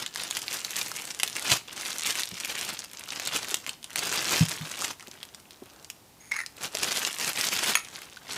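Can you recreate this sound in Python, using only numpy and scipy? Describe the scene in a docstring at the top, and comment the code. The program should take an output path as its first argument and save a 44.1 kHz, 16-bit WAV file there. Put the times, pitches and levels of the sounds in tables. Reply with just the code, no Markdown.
"""Over an open cardboard box, close to the microphone, hands crumple a thin plastic bag and bubble wrap.
The film buckles in clumps of tiny snaps and some loud cracks, over a sliding hiss and a low rustle.
Knuckles bump the box and its panel booms. Late on, a small hard object with a metal part drags and
rattles, then clicks once sharply. Reflections from the box and the room follow, above a faint hush."""
import sys
import numpy as np
from scipy import signal
from scipy.fft import rfft, irfft, next_fast_len
from scipy.io import wavfile

SR = 44100
rng = np.random.default_rng(int(sys.argv[2]) if len(sys.argv) > 2 else 0)


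def int16_out(signal):
    """Quantize to a 16-bit WAV file."""
    q = np.round(np.clip(np.atleast_2d(signal).T, -1, 1) * 32767)
    wavfile.write(sys.argv[1], SR, q.astype(np.int16))


N = 369293

# Levels are relative, ahead of filters and reflections.
# spectrum of the background hush: frequency_hz, density_db
HUSH_SPECTRUM = [(15, -50), (25, 0), (113, -6.5), (371, -11.5), (540, -16), (834, -13.5), (1400, -21),
                 (4500, -22), (15800, -26)]
# knuckles on the box: start_s, level_db, pitch_hz, t60_s
KNUCKLE_BUMPS = [(1.511, -23.5, 121, 0.047), (2.317, -35.5, 174, 0.12), (2.722, -41.5, 223, .06),
                 (3.346, -37, 280, 0.12), (4.405, -8.5, 161, 0.15), (4.603, -31.5, 155, 0.39),
                 (5.078, -40, 357, 0.036), (5.62, -33, 388, 0.039), (6.748, -27, 634, 0.054)]
# modes of the metal part: pitch_hz, level_db, t60_s
METAL_MODES = [(4240, -1, 0.01), (6420, -5, .03), (6630, -11, 0.1), (9400, -12, 0.045), (9660, -3, 0.045),
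               (10750, -9, 0.02)]
# the object dragging over a rough edge: time_s, casing_db, metal_db
DRAG_LEVELS = [(6.19, -87, -88), (6.21, -55, -56), (6.31, -60, -58), (6.317, -34, -66), (6.41, -39, -66),
               (6.44, -55, -68), (6.46, -72, -86)]
# impacts of the object: start_s, level_db, casing_pitch_hz, metal_gain_db
OBJECT_IMPACTS = [(6.3135, -25, 2100, -30), (6.3178, -14, 2130, -30), (6.342, -19, 2150, -16),
                  (6.3645, -17, 2000, -16), (6.3895, -18, 2000, -21), (6.4035, -19, 2130, -32),
                  (6.414, -22, 1900, -22), (6.436, -27, 1850, -26), (7.7539, 2, 2500, -11),
                  (7.7712, -13, 2000, -8), (8.17, -28, 1500, -26)]
# squeezes and tugs of the film: full_grip_s, held_s, level_db
SQUEEZES = [(0.0, 0.014, -37), (0.192, 0.038, -38), (0.519, 0.017, -39), (0.769, 0.043, -34),
            (1.02, 0.047, -43), (1.38, 0.083, -39), (1.516, 0.0063, -21.5), (1.798, 0.0091, -36.5),
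            (2.069, 0.034, -30.5), (2.188, 0.016, -33.5), (2.362, 0.14, -40.5), (2.597, 0.016, -33),
            (2.679, 0.019, -38.5), (3.12, 0.018, -40.5), (3.26, 0.024, -40.5), (3.35, 0.013, -31.5),
            (3.449, 0.085, -39.5), (3.678, 0.003, -42), (3.97, 0.11, -45), (4.138, 0.1, -35),
            (4.318, 0.083, -30), (4.51, 0.037, -37), (4.68, 0.086, -42.5), (4.84, 0.024, -35),
            (5.14, 0.065, -53), (5.75, 0.018, -58.5), (6.641, 0.0046, -38), (6.84, 0.14, -34),
            (7.03, 0.031, -35), (7.231, 0.035, -32.5), (7.419, 0.14, -32.5), (7.654, 0.07, -30.5),
            (7.94, 0.074, -43), (8.32, 0.046, -39.5)]
# crinkle of the film carried between squeezes: time_s, level_db
CARRY_LEVELS = [(0.0, -63), (0.3, -41.5), (1.4, -44.5), (1.62, -56), (1.85, -37), (2.2, -45.5),
                (2.9, -48.5), (3.2, -42), (3.6, -50), (3.8, -80), (3.98, -35.5), (4.85, -45), (4.97, -58.5),
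                (5.9, -66), (6.05, -79), (6.45, -79.5), (6.8, -39), (7.11, -41), (7.7, -36.5),
                (7.77, -49.5), (8.37, -58.5)]
# tone balance of the film: time_s, rustle_gain_db, treble_lift_db
FILM_BALANCE = [(0, -6.5, -0.5), (0.698, -10, 5.5), (1.52, -6.5, 1), (2.2, -11, 2), (3.7, -5.5, -0.5),
                (5.0, -6.5, 3), (5.8, 2, 0), (6.4, -9, 0), (6.75, -2.5, 1), (7.1, -9, 3.5),
                (8.37, -5.5, -1.5)]
# spectrum of the low rustle: frequency_hz, density_db
RUSTLE_SPECTRUM = [(18, -50), (30, -8), (319, -1.5), (1300, -3), (1690, -4), (2860, -120)]
# loud single creases: start_s, level_db, pitch_hz
CREASE_CRACKS = [(0.0629, -13.5, 4100), (0.159, -14.5, 2120), (0.236, -15, 8000), (0.31, -10.5, 4500),
                 (0.3696, -11, 3130), (0.4812, -12, 4230), (0.648, -13, 4760), (0.9165, -15, 1460),
                 (1.1992, -11.5, 3160), (1.233, -2.5, 3220), (1.2769, -13, 3770), (1.366, -10.5, 2980),
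                 (1.503, -12, 3500), (1.5128, -11, 3300), (1.5171, -3.5, 5600), (1.5198, -7, 1100),
                 (1.525, -12, 2400), (1.53, -14, 3800), (1.82, -20, 1810), (1.865, -18, 2820),
                 (1.984, -13, 6000), (2.1544, -11.5, 3400), (2.1945, -12.5, 2250), (2.2342, -11.5, 4240),
                 (2.448, -16, 2900), (2.5836, -18, 3950), (2.7918, -15, 5300), (3.122, -21, 2030),
                 (3.1982, -12.5, 4270), (3.2736, -12, 3760), (3.3448, -16, 4900), (3.501, -20, 3800),
                 (3.5432, -1.5, 3700), (3.665, -14, 3100), (3.693, -14.5, 4330), (3.829, -29, 3100),
                 (3.8431, -19.5, 3600), (3.905, -25, 3120), (3.9587, -9.5, 2500), (3.9915, -8, 4070),
                 (4.1265, -11.5, 1640), (4.8209, -14.5, 1160), (4.9971, -32, 1930), (5.008, -31, 4170),
                 (5.0259, -28.5, 1390), (5.082, -27, 8550), (5.114, -25, 6000), (5.2299, -20, 3700),
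                 (5.3471, -24, 4500), (5.508, -28.5, 4520), (5.8462, -24.5, 5240), (5.901, -18.5, 7760),
                 (6.4627, -15, 6560), (6.6339, -16.5, 2280), (6.751, -10, 6250), (6.771, -13, 3970),
                 (6.832, -5.5, 2600), (7.05, -7.5, 5000), (7.4115, -7.5, 6000), (7.442, -8, 5930)]
# spectrum imposed on the crinkle: frequency_hz, gain_db
FILM_SPECTRUM = [(530, -18), (900, -10.5), (2160, -3.5), (2740, -1.5), (6590, -5.5), (12400, -16),
                 (15800, -21.5)]

USUAL_EFFORT_DB = -40   # reference for firm and light handling
TIME_S = np.arange(N) / SR


def from_db(db):
    """Decibels to amplitude ratio."""
    return 10 ** (np.asarray(db) / 20)


def rms_one(x):
    """Normalisation to unit rms."""
    return x / np.sqrt(np.mean(x ** 2) + 1e-20)


def butterworth(x, hz, kind):
    """Maximally flat filtering."""
    return signal.sosfilt(signal.butter(2, hz, kind, fs=SR, output="sos"), x)


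def coloured(x, spectrum):
    """Spectral shaping along a log-frequency curve, at unit rms."""
    size = next_fast_len(N)
    hz = np.maximum(np.arange(size // 2 + 1) * SR / size, 1)
    points_hz, points_db = np.transpose(spectrum)
    gain = from_db(np.interp(np.log(hz), np.log(points_hz), points_db))
    return rms_one(irfft(rfft(x, size) * gain, size)[:N])


def drift(rate_hz):
    """Low-passed noise: a slow random fluctuation of about unit spread."""
    r = np.exp(-2 * np.pi * rate_hz / SR)
    return rms_one(signal.lfilter([1], [1, -2 * r, r * r], rng.standard_normal(N + SR))[SR:])


def ring(force, hz, t60):
    """Damped resonator: a unit impulse starts a decaying sine of height 1."""
    r, w = 10 ** (-3 / (t60 * SR)), 2 * np.pi * hz / SR
    return signal.lfilter([0, np.sin(w)], [1, -2 * r * np.cos(w), r * r], force + 1e-18)


def fade(t60, size):
    """Exponential decay of 60 dB in t60 seconds."""
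    return 10 ** (-3 * np.arange(size) / SR / t60)


def add(out, start_s, sound, peak_db):
    """Superposition of one event at a given peak level."""
    i = round(start_s * SR)
    out[i:i + len(sound)] += (from_db(peak_db) * sound / np.abs(sound).max())[:N - i]


def hush():
    """Stationary noise, strongest in the bass, forms a faint floor."""
    return from_db(-55) * coloured(rng.standard_normal(N), HUSH_SPECTRUM)


def reverberate(x, level_db, t60, hop_s):
    """Reverberation: dense reflections join the direct sound, their pattern changing as the hands move."""
    hop, size = int(hop_s * SR), int(t60 * SR)
    out, window = np.zeros(N + 4 * hop + size), np.hanning(2 * hop)
    padded = np.concatenate([np.zeros(hop), x, np.zeros(2 * hop)])
    for i in range(0, N + hop, hop):
        tail = rng.standard_normal(size) * fade(t60, size)
        piece = signal.fftconvolve(padded[i:i + 2 * hop] * window, tail / np.sqrt(np.sum(tail ** 2)))
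        out[i:i + len(piece)] += piece
    return x + from_db(level_db) * out[hop:hop + N]


def box_bumps(scuff_db):
    """Panel resonance: a soft knuckle pushes the cardboard in and out; it booms and the skin scuffs."""
    out, size = np.zeros(N), SR // 3
    for start_s, db, hz, t60 in KNUCKLE_BUMPS:
        push, length = np.zeros(size), int(1.6 * SR / hz)
        push[:length] = np.hanning(length) * np.sin(2 * np.pi * hz * np.arange(length) / SR)
        boom = ring(push, hz, t60) + .5 * ring(push, hz * .72, t60) + .5 * ring(push, hz * 1.6, t60 * .55)
        hand_damping = .12 + np.exp(-(np.arange(size) * hz / SR / 6.8) ** 6)
        add(out, start_s, boom * hand_damping, db)
        rub = rng.standard_normal(size)[:3 * length] * np.hanning(3 * length)
        add(out, start_s, butterworth(rub, [.5 * hz, 2 * hz], "band"), min(scuff_db, db))
    return out


def object_drag(slips_per_s, casing_hz, casing_t60):
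    """Stick-slip friction: dense uneven slips keep the casing and the middle metal modes sounding."""
    times_s, casing_db, metal_db = np.transpose(DRAG_LEVELS)
    slips = (rng.random(N) < slips_per_s / SR) * rng.standard_normal(N)
    slips *= from_db(2.6 * np.minimum(rng.exponential(1, N), 2))
    grit = rms_one(butterworth(slips, [2600, 6000], "band"))
    # the lower casing mode takes over as the drag slows
    late = np.clip((TIME_S - times_s[3]) / (times_s[5] - times_s[3]), 0, 1)
    upper = ring(slips * (1 - late / 2), casing_hz, casing_t60)
    lower = ring(slips * late, casing_hz * .9, casing_t60)
    casing = rms_one(upper + lower) + from_db(-8) * grit
    casing *= from_db(np.interp(TIME_S, times_s, casing_db))
    metal = rms_one(sum(ring(slips, hz, t60) for hz, _, t60 in METAL_MODES[1:4]))
    return casing + from_db(np.interp(TIME_S, times_s, metal_db)) * metal


def object_impacts(base_t60, chatter_t60, crack_db):
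    """Impact excitation: each contact cracks drily and rings the casing and its own mix of metal modes."""
    out, size = np.zeros(N), SR // 4
    noise = rng.standard_normal((len(OBJECT_IMPACTS), size))
    scatter_db = rng.normal(0, 1.5, (len(OBJECT_IMPACTS), len(METAL_MODES)))
    for (start_s, db, hz, metal_db), white, offsets_db in zip(OBJECT_IMPACTS, noise, scatter_db):
        push = white * fade(chatter_t60, size)
        push = .97 * push / np.sqrt(np.sum(push ** 2))
        push[0] = 1   # a clean first touch, then chatter
        # blows on the metal leave the casing drier and wake more of its modes
        knock_t60 = base_t60 * from_db(-.3 * (metal_db + 28))
        side_modes = ring(push, hz * .7, knock_t60) + ring(push, hz * 1.28, knock_t60)
        casing = ring(push, hz, knock_t60) + from_db(1.3 * (metal_db + 8)) * side_modes
        metal = sum(from_db(mode_db + offset_db) * ring(push, mode_hz, t60)
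                    for (mode_hz, mode_db, t60), offset_db in zip(METAL_MODES, offsets_db))
        crack = butterworth(push, [1200, 6500], "band")
        add(out, start_s, casing + from_db(metal_db) * metal + from_db(crack_db) * crack, db)
    return butterworth(out, 1100, "high")


def handling_db(rise_db_per_s, fall_db_per_s):
    """Incoherent powers add: each squeeze swells, holds and lets go over the sound of carrying."""
    t = TIME_S[::32]
    power = from_db(2 * np.interp(t, *np.transpose(CARRY_LEVELS)))
    for grip_s, held_s, db in SQUEEZES:
        before_s, after_s = np.maximum(grip_s - t, 0), np.maximum(t - grip_s - held_s, 0)
        loss_db = rise_db_per_s * before_s + fall_db_per_s * after_s
        quickness = from_db(.22 * (db - USUAL_EFFORT_DB))   # firmer squeezes scale both rates up
        power += from_db(2 * (db - loss_db * quickness))
    return np.interp(TIME_S, t, 10 * np.log10(power))


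def fold_rustle(clumps):
    """Air displacement: large folds and palms on the wrap radiate low noise in step with the clumps."""
    times_s, gain_db, _ = np.transpose(FILM_BALANCE)
    rustle = coloured(rng.standard_normal(N) * clumps ** .67, RUSTLE_SPECTRUM)
    return rustle * from_db(np.interp(TIME_S, times_s, gain_db))


def crease_cracks(ring_cycles, tail_t60, tail_db):
    """Snap-through: a crease flips with a broad burst, a short ring and a dying rattle of the film."""
    out, size = np.zeros(N), SR // 10
    envelope = fade(.002, size) + from_db(tail_db) * fade(tail_t60, size)
    for start_s, db, hz in CREASE_CRACKS:
        push = rng.standard_normal(size) * envelope
        tone = ring(push, hz, ring_cycles / hz)
        burst = butterworth(push, [1900, 8500], "band")
        add(out, start_s, rms_one(tone) + rms_one(burst), db)
    return out


def film_crinkle(effort_db, base_snaps_per_s, ring_cycles):
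    """Buckling: facets snap and ring in clumps over a sliding hiss. Returns sound and clump envelope."""
    activity = np.clip(rms_one(from_db(effort_db)), .1, 3.5) ** .45   # light handling snaps less often
    sizes = from_db(6 * np.minimum(rng.exponential(1, N), 3.1))
    sizes *= rng.choice([-1, 1], N) / np.sqrt(activity)
    clumps = from_db(5 * drift(rate_hz=35))
    buckles = sizes * (rng.random(N) < base_snaps_per_s * activity * clumps / SR)
    facet, snaps = rng.integers(0, 16, N), np.zeros(N)
    for k, hz in enumerate(np.geomspace(900, 14000, 16)):
        ringing = ring(buckles * (facet == k), hz, ring_cycles / hz)
        # a second pass through the resonance keeps each snap in its own band
        snaps += (hz / SR) ** 1.74 * ring(ringing, hz, ring_cycles / hz)
    hiss = rms_one(rng.standard_normal(N) * np.sqrt(clumps * activity))
    hiss_gain = from_db(-4.5 + .14 * (effort_db - USUAL_EFFORT_DB))   # firmer handling hisses more
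    blend = (rms_one(snaps) + hiss_gain * hiss) / np.sqrt(1 + hiss_gain ** 2)
    film = coloured(blend, FILM_SPECTRUM)
    times_s, _, lift_db = np.transpose(FILM_BALANCE)
    extra_treble = from_db(np.interp(TIME_S, times_s, lift_db)) - 1
    return film + extra_treble * butterworth(film, 6000, "high"), clumps


def scene():
    """Superposition: film and object echo in the box and the room, over rustle, booms and hush."""
    effort_db = handling_db(rise_db_per_s=216, fall_db_per_s=214)
    film, clumps = film_crinkle(effort_db, base_snaps_per_s=850, ring_cycles=3.13)
    rustle = from_db(effort_db) * fold_rustle(clumps)
    near = from_db(effort_db + 2) * film
    near += crease_cracks(ring_cycles=6, tail_t60=.045, tail_db=-21)
    near += object_impacts(base_t60=.019, chatter_t60=.012, crack_db=9)
    near += object_drag(slips_per_s=900, casing_hz=2120, casing_t60=.013)
    near = butterworth(near, 700, "high")   # the near sounds carry little below 700 Hz
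    in_box = reverberate(near, level_db=-6.5, t60=.036, hop_s=.03)
    in_room = reverberate(in_box, level_db=-11.5, t60=.27, hop_s=.08)
    # the hollow box rumbles on after each bump
    booms = reverberate(box_bumps(scuff_db=-41), level_db=-15, t60=.25, hop_s=.044)
    return (hush() + booms + rustle + in_room)[None]


def record(dry):
    """Band limiting: the small microphone loses the deep bass, and the top is cut steeply."""
    thin = butterworth(dry, 91.5, "high")
    return signal.sosfilt(signal.cheby2(12, 60, 16300, fs=SR, output="sos"), thin)


dry = scene()
out = record(dry)
int16_out(out)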